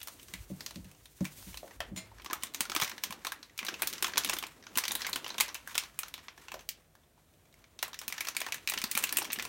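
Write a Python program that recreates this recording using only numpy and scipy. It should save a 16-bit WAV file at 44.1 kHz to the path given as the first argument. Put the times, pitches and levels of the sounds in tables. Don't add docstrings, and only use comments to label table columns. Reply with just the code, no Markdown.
import sys
import numpy as np
from scipy import signal
from scipy.fft import rfft, irfft, next_fast_len
from scipy.io import wavfile
from scipy.ndimage import map_coordinates

SR = 44100
rng = np.random.default_rng(int(sys.argv[2]) if len(sys.argv) > 2 else 0)


def store_pcm(level_fs):
    pcm = np.round(np.clip(level_fs, -1, 1) * 32767).astype(np.int16)
    wavfile.write(sys.argv[1], SR, np.atleast_2d(pcm).T)


N = 418068

# t/s, fine crackle level/dB, shifting powder level/dB
HANDLING_LEVELS = [(0.0, -60.5, -68.5), (0.58, -60.5, -58.5), (1.08, -69, -70), (1.4, -58.5, -62),
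                   (1.95, -64.5, -62), (2.85, -49, -57), (3.54, -63, -65.5), (3.72, -51, -56),
                   (4.3, -46, -51.5), (4.5, -60.5, -61.5), (4.7, -60, -60.5), (4.94, -45.5, -55.5),
                   (5.35, -47.5, -55), (5.55, -53, -65.5), (6.55, -62, -67), (6.9, -71, -74.5),
                   (7.3, -72, -75.5), (7.7, -67, -65), (8.24, -50.5, -61.5), (8.74, -55.5, -60.5),
                   (8.9, -43, -54.5), (9.48, -50.5, -55.5)]


def amp(db):
    return 10 ** (np.asarray(db) / 20)


def unit(x):
    return x / np.sqrt(np.mean(x ** 2) + 1e-20)


def along(points, hz):
    f, v = np.transpose(points)
    return np.interp(np.log(hz + 1), np.log(f + 1), v)


def curves(rows):
    s, *cols = np.transpose(rows)
    return [np.interp(np.arange(N) / SR, s, c) for c in cols]


def wobble(rate_hz):
    knots = rng.standard_normal(int(N * rate_hz / SR) + 4)
    return map_coordinates(knots, [np.arange(N) * rate_hz / SR])


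def causal(x, gain_db):
    m = next_fast_len(x.shape[-1] + 2048)
    m += m % 2
    gain = np.maximum(amp(gain_db(np.fft.rfftfreq(m, 1 / SR))), 1e-6)
    cep = irfft(np.log(gain), m)
    cep[..., 1:m // 2] *= 2
    cep[..., m // 2 + 1:] = 0
    return irfft(rfft(x, m) * np.exp(rfft(cep)), m)[..., :x.shape[-1]]


def place(times_s, rows):
    start = np.round(np.asarray(times_s) * SR).astype(int)
    at = start[:, None] + np.arange(rows.shape[1])
    return np.bincount(at.ravel(), rows.ravel(), N + rows.shape[1])[:N]


def snaps():
    # t/s, level over 0.6 ms/dB, body under 2 kHz/dB, sparkle over 8 kHz/dB, panel f/Hz
    loud_creases = [(0.0153, -28.5, -12, -12, 3530), (0.0306, -27, -15, 7, 5600.0),
                    (0.0737, -25.5, -2, 2, 5640.0), (0.0837, -27, 1, -1, 4230), (0.23, -37, -15, 4, 3800),
                    (0.2842, -37, -2, -5, 5940), (0.3378, -22.0, -5.0, -5.5, 2040.0),
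                    (0.6072, -24.5, -9, -9, 4560), (0.6628, -20.5, -10, -10, 4300),
                    (0.7085, -30, 1, -6, 4050.0), (0.7581, -30.5, -13, -8.5, 4270),
                    (1.0566, -35.5, -10, -5.5, 3700.0), (1.2074, -33.5, 7, -8, 6290),
                    (1.252, -21, -10, -6, 2370), (1.4259, -37, 2, -6, 4570), (1.544, -29, 3, -8, 3060.0),
                    (1.5732, -24.5, -7.0, -2, 4100), (1.6782, -39.5, 2, -11, 1510),
                    (1.8044, -19.5, 4.5, -10, 1840.0), (2.1164, -38, 14, -29, 895.0),
                    (2.184, -39, 4, -31, 1810), (2.1982, -34.5, 3, -37, 2250), (2.2464, -30, -1, -3, 6370),
                    (2.261, -24, -4.5, -13, 1160.0), (2.3001, -23.5, 1, -28, 1020),
                    (2.31, -24.0, 7, -12.0, 1700), (2.3316, -14.0, -5, -4.5, 1250),
                    (2.4345, -16.0, -4.5, 0.5, 3320.0), (2.5466, -18.5, -7, -3, 5850.0),
                    (2.6068, -9.5, -4.5, 0, 4800), (2.6536, -25, -3, -9.0, 1450),
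                    (2.6981, -19.5, -2, -6, 1340), (2.7185, -18.5, -2, -9.5, 1380),
                    (2.7502, -15, 4, 2, 2370.0), (2.7637, -10.5, -2.5, -5.5, 1290.0),
                    (2.8, -16, -1, -6, 5130.0), (2.8143, -16, -10.0, -1.0, 3320.0),
                    (2.8194, -13, 0, -7.0, 3350.0), (2.8229, -14.0, -1.5, -14, 2190),
                    (2.828, -19, 0, -18, 890), (2.8344, -17, -5, -3, 5860.0),
                    (2.8466, -18.5, -18, -7, 2450), (2.8964, -23.5, -10, -8, 990),
                    (2.9165, -26.0, 0, -20.0, 1800), (2.9802, -26.5, -8.0, -17, 1700),
                    (3.0373, -12.5, -11.5, -5, 6050), (3.1073, -23, 1.5, -3, 2360),
                    (3.1253, -23, -0.5, -6, 870.0), (3.2488, -19, 3.0, -3, 2350),
                    (3.2689, -16.5, -2.5, -5, 3720), (3.3206, -19, -7, -4, 1620),
                    (3.4292, -29.5, -5, -14.0, 4150.0), (3.5778, -25, -20, 0, 6860.0),
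                    (3.5901, -16.5, -12, -12, 2430), (3.629, -24.5, -1, -16, 2110),
                    (3.6494, -23.5, -2, -2, 6590.0), (3.6666, -20, -6.0, -10, 4040),
                    (3.6884, -18, -4.0, -9, 1570), (3.7413, -22.5, -6, -14.5, 2630),
                    (3.8209, -10.5, -1, 3, 1590), (3.8309, -18, 0, -15.5, 2440.0),
                    (3.8733, -12.5, -11, 0.5, 4200), (3.8988, -27.5, -9, -2, 5210),
                    (3.9287, -23.0, -8.0, -2, 3500), (3.9358, -22.5, -18, -8, 5900.0),
                    (4.0254, -10.5, -7.5, 1, 3730), (4.0446, -11, 0.5, -10, 3270),
                    (4.0674, -20.5, -8, -7, 2730), (4.0806, -23, -4, -2.5, 940),
                    (4.1588, -23, 1, -15.0, 2630.0), (4.1729, -12.5, -6.5, -20, 940),
                    (4.1796, -6, -9, -5, 3270), (4.2475, -13.0, -5.5, -0.5, 3580),
                    (4.2759, -27, -8, -7.0, 4180.0), (4.2963, -14, -5, -2, 6700.0),
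                    (4.3246, -28, -3, -23, 3400.0), (4.3362, -17.0, 2, 0.0, 7000.0),
                    (4.3673, -21.5, -1.0, -6, 3600), (4.3869, -17.5, -13, -2, 3420.0),
                    (4.4265, -21.5, 5, -4, 3120.0), (4.4374, -20.0, -1, -19, 2460.0),
                    (4.4674, -29, -6, 0, 3630.0), (4.639, -38, -11, -18, 1600),
                    (4.6675, -29, -7, -20.0, 1460.0), (4.7558, -22, -3, -4.0, 2870.0),
                    (4.7739, -8.5, -2, 4, 4200), (4.7839, -9, -8, -2.5, 5640.0),
                    (4.8384, -16.5, -8, -10, 4570.0), (4.8532, -17.5, -4, -9, 3270.0),
                    (4.881, -14.5, -15.5, -4, 3880.0), (4.9094, -18, -6.0, -25, 3750.0),
                    (4.9186, -15, -2, 5, 3490.0), (4.9527, -12.5, -2.5, 1.5, 3880),
                    (5.0475, -18.5, -7, -42.5, 1600.0), (5.0593, -26, 1, -24, 2230.0),
                    (5.0674, -16.5, -6, -3, 2130), (5.0958, -26.5, -6.5, 11, 6550.0),
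                    (5.1309, -14, -17, -8.5, 4300), (5.1592, -15.5, -2, -0.5, 3130),
                    (5.2633, -21.5, 0.5, -30, 3070), (5.3036, -21, 2, -23, 4000),
                    (5.3499, -33, 16, -15, 1680.0), (5.382, -16.5, -6, -10, 3660.0),
                    (5.4011, -11.5, -3, -8, 3900), (5.4076, -5.0, -7.5, -2, 2190),
                    (5.4815, -26.5, 1, -8, 1600), (5.499, -34, 6, -13.5, 3970), (5.545, -22, -19, -2, 6400),
                    (5.675, -24.5, -4, 0, 1590), (5.7453, -28, -9.5, -14.5, 3300.0),
                    (5.7537, -17, 5.5, -2, 3140), (5.7794, -8, -12.5, -3.5, 3750),
                    (5.8365, -28.5, 2, -8.5, 4090.0), (5.9901, -14.5, -9, 8, 2470),
                    (6.0328, -21.5, -3, -11.5, 1340), (6.0824, -31, -12, -2.0, 1530),
                    (6.1404, -22.0, -5, -7, 3720), (6.1792, -33, 2.5, -9, 2150.0),
                    (6.2833, -26.5, -2.5, -26.5, 2150), (6.3772, -35, 2.5, -10.5, 1720.0),
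                    (6.4836, -28, -0.5, -16.5, 2690), (6.5186, -24, 4, -6.5, 2580.0),
                    (6.5415, -25.5, 2.5, -7, 1480), (6.6902, -16.5, -30.5, -1.5, 5370),
                    (6.9528, -42, 4.0, -5.5, 1680.0), (7.338, -53, -10, -5, 3340),
                    (7.5271, -48.5, -12, -13, 3830), (7.7904, -27.5, -6, -12.5, 3640),
                    (7.8281, -12, -3.5, -3.5, 1970), (7.8806, -30.5, 2, 4, 1070),
                    (7.9436, -27.0, -11, -12, 1740.0), (7.9904, -22.5, -23.0, -2, 5330),
                    (8.0151, -27.0, 2, -4, 3360.0), (8.0806, -16.5, -7.5, 4.5, 2630.0),
                    (8.1247, -18.5, -14, -8.5, 2080), (8.1415, -32, 4, -5, 2200),
                    (8.1802, -21, -8, -17, 1810.0), (8.2074, -15, -6, -2.5, 2260),
                    (8.2516, -25, -6.0, -7.5, 2630.0), (8.2711, -20.0, -4, -9.0, 5170.0),
                    (8.2855, -15.5, -7, -4.5, 5800.0), (8.367, -12.5, -10.0, -2.5, 2290),
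                    (8.404, -20, -7, 2.0, 3490.0), (8.4159, -16.5, 0.5, -11.5, 2330),
                    (8.4652, -20, 9, -8, 1780.0), (8.486, -25.5, 7, -6.5, 2630),
                    (8.5226, -14.5, -9.0, -9, 2500), (8.5436, -21, -7, 0, 1720.0),
                    (8.6749, -12.5, -14, -8, 2540), (8.6883, -17, -17, -12, 3920.0),
                    (8.6986, -13.5, -11, 6, 2400.0), (8.7199, -20, 3.0, -14.0, 1960),
                    (8.7374, -16.5, 1, -7, 2780.0), (8.776, -15.5, -10, -16, 2820),
                    (8.7867, -23.5, -12, 0, 3170.0), (8.8173, -19, -9, -7, 2500.0),
                    (8.84, -12.5, -3.5, -4.5, 4600), (8.9141, -14, -32.0, -1, 6700.0),
                    (8.9517, -14, -6, -1, 2410.0), (8.9754, -8.5, -1, 6, 2360),
                    (8.9887, -18, -13, 2, 7100.0), (9.0264, -24, -17, -4, 2020.0),
                    (9.0388, -9, -8, 0.5, 2680), (9.0923, -20, -26.0, -6.0, 5530),
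                    (9.1257, -14.5, -5.0, 1, 1740), (9.1609, -26, -4.0, -20, 1800.0),
                    (9.1705, -8, -15, 4.5, 2540), (9.1854, -12.5, 0, 4, 2700),
                    (9.2262, -25, -13, 0, 5000.0), (9.2509, -22.5, -1.5, -8, 2400),
                    (9.3203, -24.5, -19, -2.0, 4260.0), (9.3304, -13.5, -26.0, 5.5, 2440),
                    (9.3869, -21, -3, -10.0, 1770), (9.3966, -17.5, -3.5, -15, 2380),
                    (9.4249, -22, -9, -6.0, 1800), (9.452, -21.5, 1, -3.5, 2500.0)]
    # delay/s, level/dB
    bowl_echoes = [(.0017, -15), (.0035, -12)]
    bag_hz, bag_db = 314, 13.5

    creases = np.vstack([loud_creases, small_creases()])
    s, db, body_db, sparkle_db, panel_hz = np.transpose(creases)[:, :, None]
    t = np.arange(SR // 20) / SR
    noise = rng.standard_normal((len(s), 2 * len(t)))
    click = (t == 0) + 0.7 * noise[:, :len(t)] * amp(-60 * t / 0.0018)
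    click = click + sum(amp(g) * np.roll(click, round(d * SR), axis=1) for d, g in bowl_echoes)
    dull = signal.lfilter([.6], [1, -.4], noise[:, len(t):])
    rattle = amp(-7.5 - 60 * t / 0.027) * (1 - np.exp(-t / 0.00026)) * dull

    def colour_db(hz):
        low = np.clip(np.log2(2200 / (hz + 1)) / 1.3, 0, 1)
        high = np.clip(np.log2((hz + 1) / 6000) / 0.53, 0, 1)
        thin_db = -16 * np.clip(np.log2(850 / (hz + 1)), 0, 6)
        flex_db = bag_db / (1 + (np.log2((hz + 1) / bag_hz) / .5) ** 2)
        panel_peak_db = 12 * np.clip(2500 / panel_hz, .3, 1)
        panel_db = panel_peak_db / (1 + (np.log2((hz + 1) / panel_hz) / .11) ** 2)
        cavity_db = 6 / (1 + ((hz - 1040) / 60) ** 2)
        return body_db * low + sparkle_db * high + thin_db + flex_db + panel_db + cavity_db

    rows = causal(click + rattle, colour_db)
    size = np.linalg.norm(rows, axis=1, keepdims=True) / np.sqrt(SR * .0006)
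    return place(s[:, 0], amp(db) * rows / size)


def small_creases():
    count = 95
    over_crackle_db, spread_db, usual_sparkle_db, usual_panel_hz = 18.5, 3.5, -12.5, 2500
    usual_body_db, body_db_per_octave, body_scatter_db = -6, -4.5, 7

    crackle_db, _ = curves(HANDLING_LEVELS)
    share = np.cumsum(amp(crackle_db / 2))
    when, size = rng.random((count, 2)).T
    body, sparkle_scatter_db, octaves = rng.standard_normal((count, 3)).T * [[1], [7], [.6]]
    at = np.interp(when, share / share[-1], np.arange(N)).astype(int)
    db = crackle_db[at] + over_crackle_db - spread_db * np.log(1 - size)
    body_db = usual_body_db + body_db_per_octave * octaves + body_scatter_db * body
    panel_hz = np.clip(usual_panel_hz * 2 ** octaves, 900, 7000)
    return np.transpose([at / SR, db, body_db, usual_sparkle_db + sparkle_scatter_db, panel_hz])


def handling():
    # f/Hz, gain/dB
    foil_gain = [(290, -24), (500, -7), (721, -39.5), (911, 7.5), (1950, 6), (2430, 4), (7820, -2.5),
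                 (9190, -9), (10600, -4), (15100, -12), (16500, -4)]
    powder_gain = [(100, -28.5), (200, -1.5), (320, -0.5), (500, -6.5), (1000, -16), (3000, -45.5)]

    crackle_db, powder_db = curves(HANDLING_LEVELS)
    sizes_db = np.minimum(4 * rng.exponential(size=N), 16)
    chance = 600 / SR * amp(5 * wobble(25))
    ticks = (rng.random(N) < chance) * amp(sizes_db)
    life = amp(-60 * np.arange(SR // 50) / SR / 0.029)
    ticking = unit(signal.fftconvolve(ticks, life)[:N] * rng.standard_normal(N))
    grains = ticking + .5 * rng.standard_normal(N)
    crackle = unit(causal(grains, lambda hz: along(foil_gain, hz)))
    powder = causal(rng.standard_normal(N), lambda hz: along(powder_gain, hz))
    lumps = amp(3.5 * wobble(30))
    return amp(crackle_db) * crackle + amp(powder_db) * unit(powder * lumps)


def puffs():
    # t/s, level before the final doubling/dB, f/Hz
    air_puffs = [(2.263, -46, 330), (2.301, -42, 300), (2.326, -37, 339), (2.433, -45, 226),
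                 (2.606, -39, 236), (2.696, -41, 358), (2.763, -32.5, 313), (2.822, -36, 151),
                 (3.1, -40, 200), (3.249, -52, 272), (3.628, -45.5, 218), (3.688, -40, 331),
                 (3.832, -45, 339), (3.935, -49, 326), (4.028, -36, 368), (4.14, -48, 342),
                 (4.247, -41, 285), (4.334, -39, 342), (4.766, -36, 253), (4.951, -47, 291),
                 (5.157, -40.5, 283), (5.389, -45, 237), (8.081, -47, 237), (8.839, -34.5, 221),
                 (8.953, -36, 229), (9.186, -38, 361), (9.378, -39.5, 233)]
    t60_s, attack_s = 0.042, 0.0012

    s, db, hz = np.transpose(air_puffs)[:, :, None]
    t = np.arange(SR // 10) / SR
    envelope = amp(db - 60 * t / t60_s) * (1 - np.exp(-t / attack_s))
    return place(s[:, 0], envelope * np.sin(2 * np.pi * hz * t) * 2)


def pouring():
    # t/s, powder hiss level/dB, floor rumble level/dB
    pour_levels = [(0.0, -56.5, -68), (0.59, -56, -58), (0.95, -64.5, -71), (1.12, -61.5, -72),
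                   (1.45, -47.5, -58), (1.68, -56.5, -72), (1.95, -80, -57), (2.17, -86, -56),
                   (2.3, -85.5, -71)]
    hiss_gain = [(600, -44), (2000, -5.5), (6000, -2.0), (13000, -5.5)]
    rumble_gain = [(25, -48), (50, 6), (75, -5.5), (110, -1.5), (300, -75)]

    hiss_db, rumble_db = curves(pour_levels)
    hiss = unit(causal(rng.standard_normal(N), lambda hz: along(hiss_gain, hz)))
    rumble = unit(causal(rng.standard_normal(N), lambda hz: along(rumble_gain, hz)))
    end_s = pour_levels[-1][0] + 0.27
    active = np.clip((end_s - np.arange(N) / SR) / .2, 0, 1)
    return active * (amp(hiss_db + 2.3 * wobble(40)) * hiss + amp(rumble_db + 6.0 * wobble(12)) * rumble)


def struck(s, db, modes, tilt_db, attack_s):
    t = np.arange(SR // 2) / SR
    hz, level_db, t60_s = np.transpose(modes)[:, :, None]
    scatter_db = 1.5 * rng.standard_normal((len(s), len(hz)))
    octaves = np.log2(hz / hz[np.argmax(level_db)])
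    strength_db = scatter_db + np.outer(tilt_db, octaves)
    partials = amp(level_db - 60 * t / t60_s) * np.sin(2 * np.pi * hz * t)
    ring = amp(strength_db) @ partials
    return place(s, amp(db)[:, None] * ring * (1 - np.exp(-t / attack_s)))


def thuds():
    # t/s, level/dB, hardness/(dB/octave)
    counter_blows = [(0.335, -48, -2), (0.501, -41, 5.5), (0.516, -34.5, -7.5), (0.76, -39.5, -1.5),
                     (0.784, -40, -6), (0.853, -48, -14), (1.209, -26.5, -1.5), (1.469, -44.5, -7),
                     (1.916, -38, -5), (1.925, -41, -4), (1.969, -45.5, 2.5)]
    # f/Hz, level/dB, t60/s
    counter_modes = [(95.6, -8, 0.14), (148, -9, 0.315), (186, 9, 0.12), (238, -1.5, 0.12), (307, 1, 0.14),
                     (563, -2.5, 0.059)]
    # t/s, level/dB, hardness/(dB/octave)
    finger_taps = [(1.631, -41.5, -6), (1.804, -37, 5.5), (6.542, -40.5, -8.5)]
    # f/Hz, level/dB, t60/s
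    hollow_modes = [(546, -6.5, 0.25), (616, 2.5, .1), (687, 1, 0.088), (1351, -15, 0.14),
                    (1793, -13, 0.14), (2590, -17, 0.15), (3000, -17, 0.083), (3200, -11, 0.11),
                    (4400, -26.5, 0.13)]

    s, db, tilt_db = np.transpose(counter_blows)
    tap_s, tap_db, tap_tilt_db = np.transpose(finger_taps)
    counter = struck(s, db, counter_modes, tilt_db, attack_s=0.0034)
    hollow = struck(tap_s, tap_db, hollow_modes, tap_tilt_db, attack_s=0.0002)
    return counter + hollow


def clinks():
    # t/s, level/dB
    metal_hits = [(1.9617, -22.5), (1.9744, -21), (1.9897, -43)]
    # f/Hz, level/dB, t60/s
    metal_modes = [(644, -32, 0.33), (1014, -36, .25), (2063, -27, 0.25), (2126, -24, .25),
                   (2360, -38, .35), (2760, -36, .3), (3413, -28, 0.34), (4156, -23, .2), (4447, -26, .2),
                   (5216, -28, .2), (5932, -32, .15), (7000, -16, 0.11), (8300, -25, 0.13),
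                   (9507, -30, 0.22)]
    scrape_gain = [(800, -8.5), (3000, 1.5), (9000, -7), (13000, -11.5)]

    s, db = np.transpose(metal_hits)
    t = np.arange(SR // 4) / SR
    burst = amp(-60 * t / .1) * rng.standard_normal((len(s), len(t)))
    scrape = causal(burst, lambda hz: along(scrape_gain, hz))
    ring = struck(s, db, metal_modes, 0 * s, attack_s=0.0004)
    return ring + place(s, amp(db - 10.0)[:, None] * scrape)


def room(x):
    # f/Hz, t60/s
    decay_t60 = [(150, 0.22), (800, 0.25), (2000, 0.25), (6000, 0.16), (15000, 0.098)]
    size, hop = 128, 32

    hz, _, z = signal.stft(x, SR, nperseg=size, noverlap=size - hop)
    keep = amp(-120 * hop / SR / along(decay_t60, hz))
    energy = np.array([signal.lfilter([1 - k], [1, -k], np.abs(row) ** 2) for k, row in zip(keep, z)])
    noise = signal.stft(rng.standard_normal(N), SR, nperseg=size, noverlap=size - hop)[2]
    tail = signal.istft(np.sqrt(energy * size) * noise, SR, nperseg=size, noverlap=size - hop)[1]
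    return np.pad(tail, (round(0.0033 * SR), 0))[:N]


def kitchen():
    # f/Hz, gain/dB
    kitchen_gain = [(25, -32), (38, -16), (50, 3.5), (60, -10), (72, -3.5), (85, -3.5), (100, -5),
                    (130, -10.5), (145, -3), (170, -11.5), (330, -17), (700, -14), (1000, -25),
                    (2000, -24.5), (16000, -31)]
    level_db = -62.5

    waver_db = 1.5 * wobble(4)
    hum = unit(causal(rng.standard_normal(N), lambda hz: along(kitchen_gain, hz)))
    return amp(level_db + waver_db) * hum


def scene():
    knocks = thuds()
    upper = causal(knocks, lambda hz: -40 * (hz < 450))
    near = snaps() + handling() + clinks()
    tail = amp(-8.5) * room(near + upper)
    return (near + tail + knocks + puffs() + pouring() + kitchen())[None]


def record(dry):
    # f/Hz, gain/dB
    mic_gain = [(20, -29.5), (45, -1.5), (4000, -5), (4900, -6.5), (6000, -4), (7700, -4), (9200, -1.5),
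                (10400, -5.5), (11800, -2.5)]
    top_hz = 15900

    m = next_fast_len(N + SR // 2)
    heard = causal(dry, lambda hz: along(mic_gain, hz))
    in_band = np.fft.rfftfreq(m, 1 / SR) < top_hz
    return irfft(rfft(heard, m) * in_band, m)[:, :N]


dry = scene()
out = record(dry)
store_pcm(out)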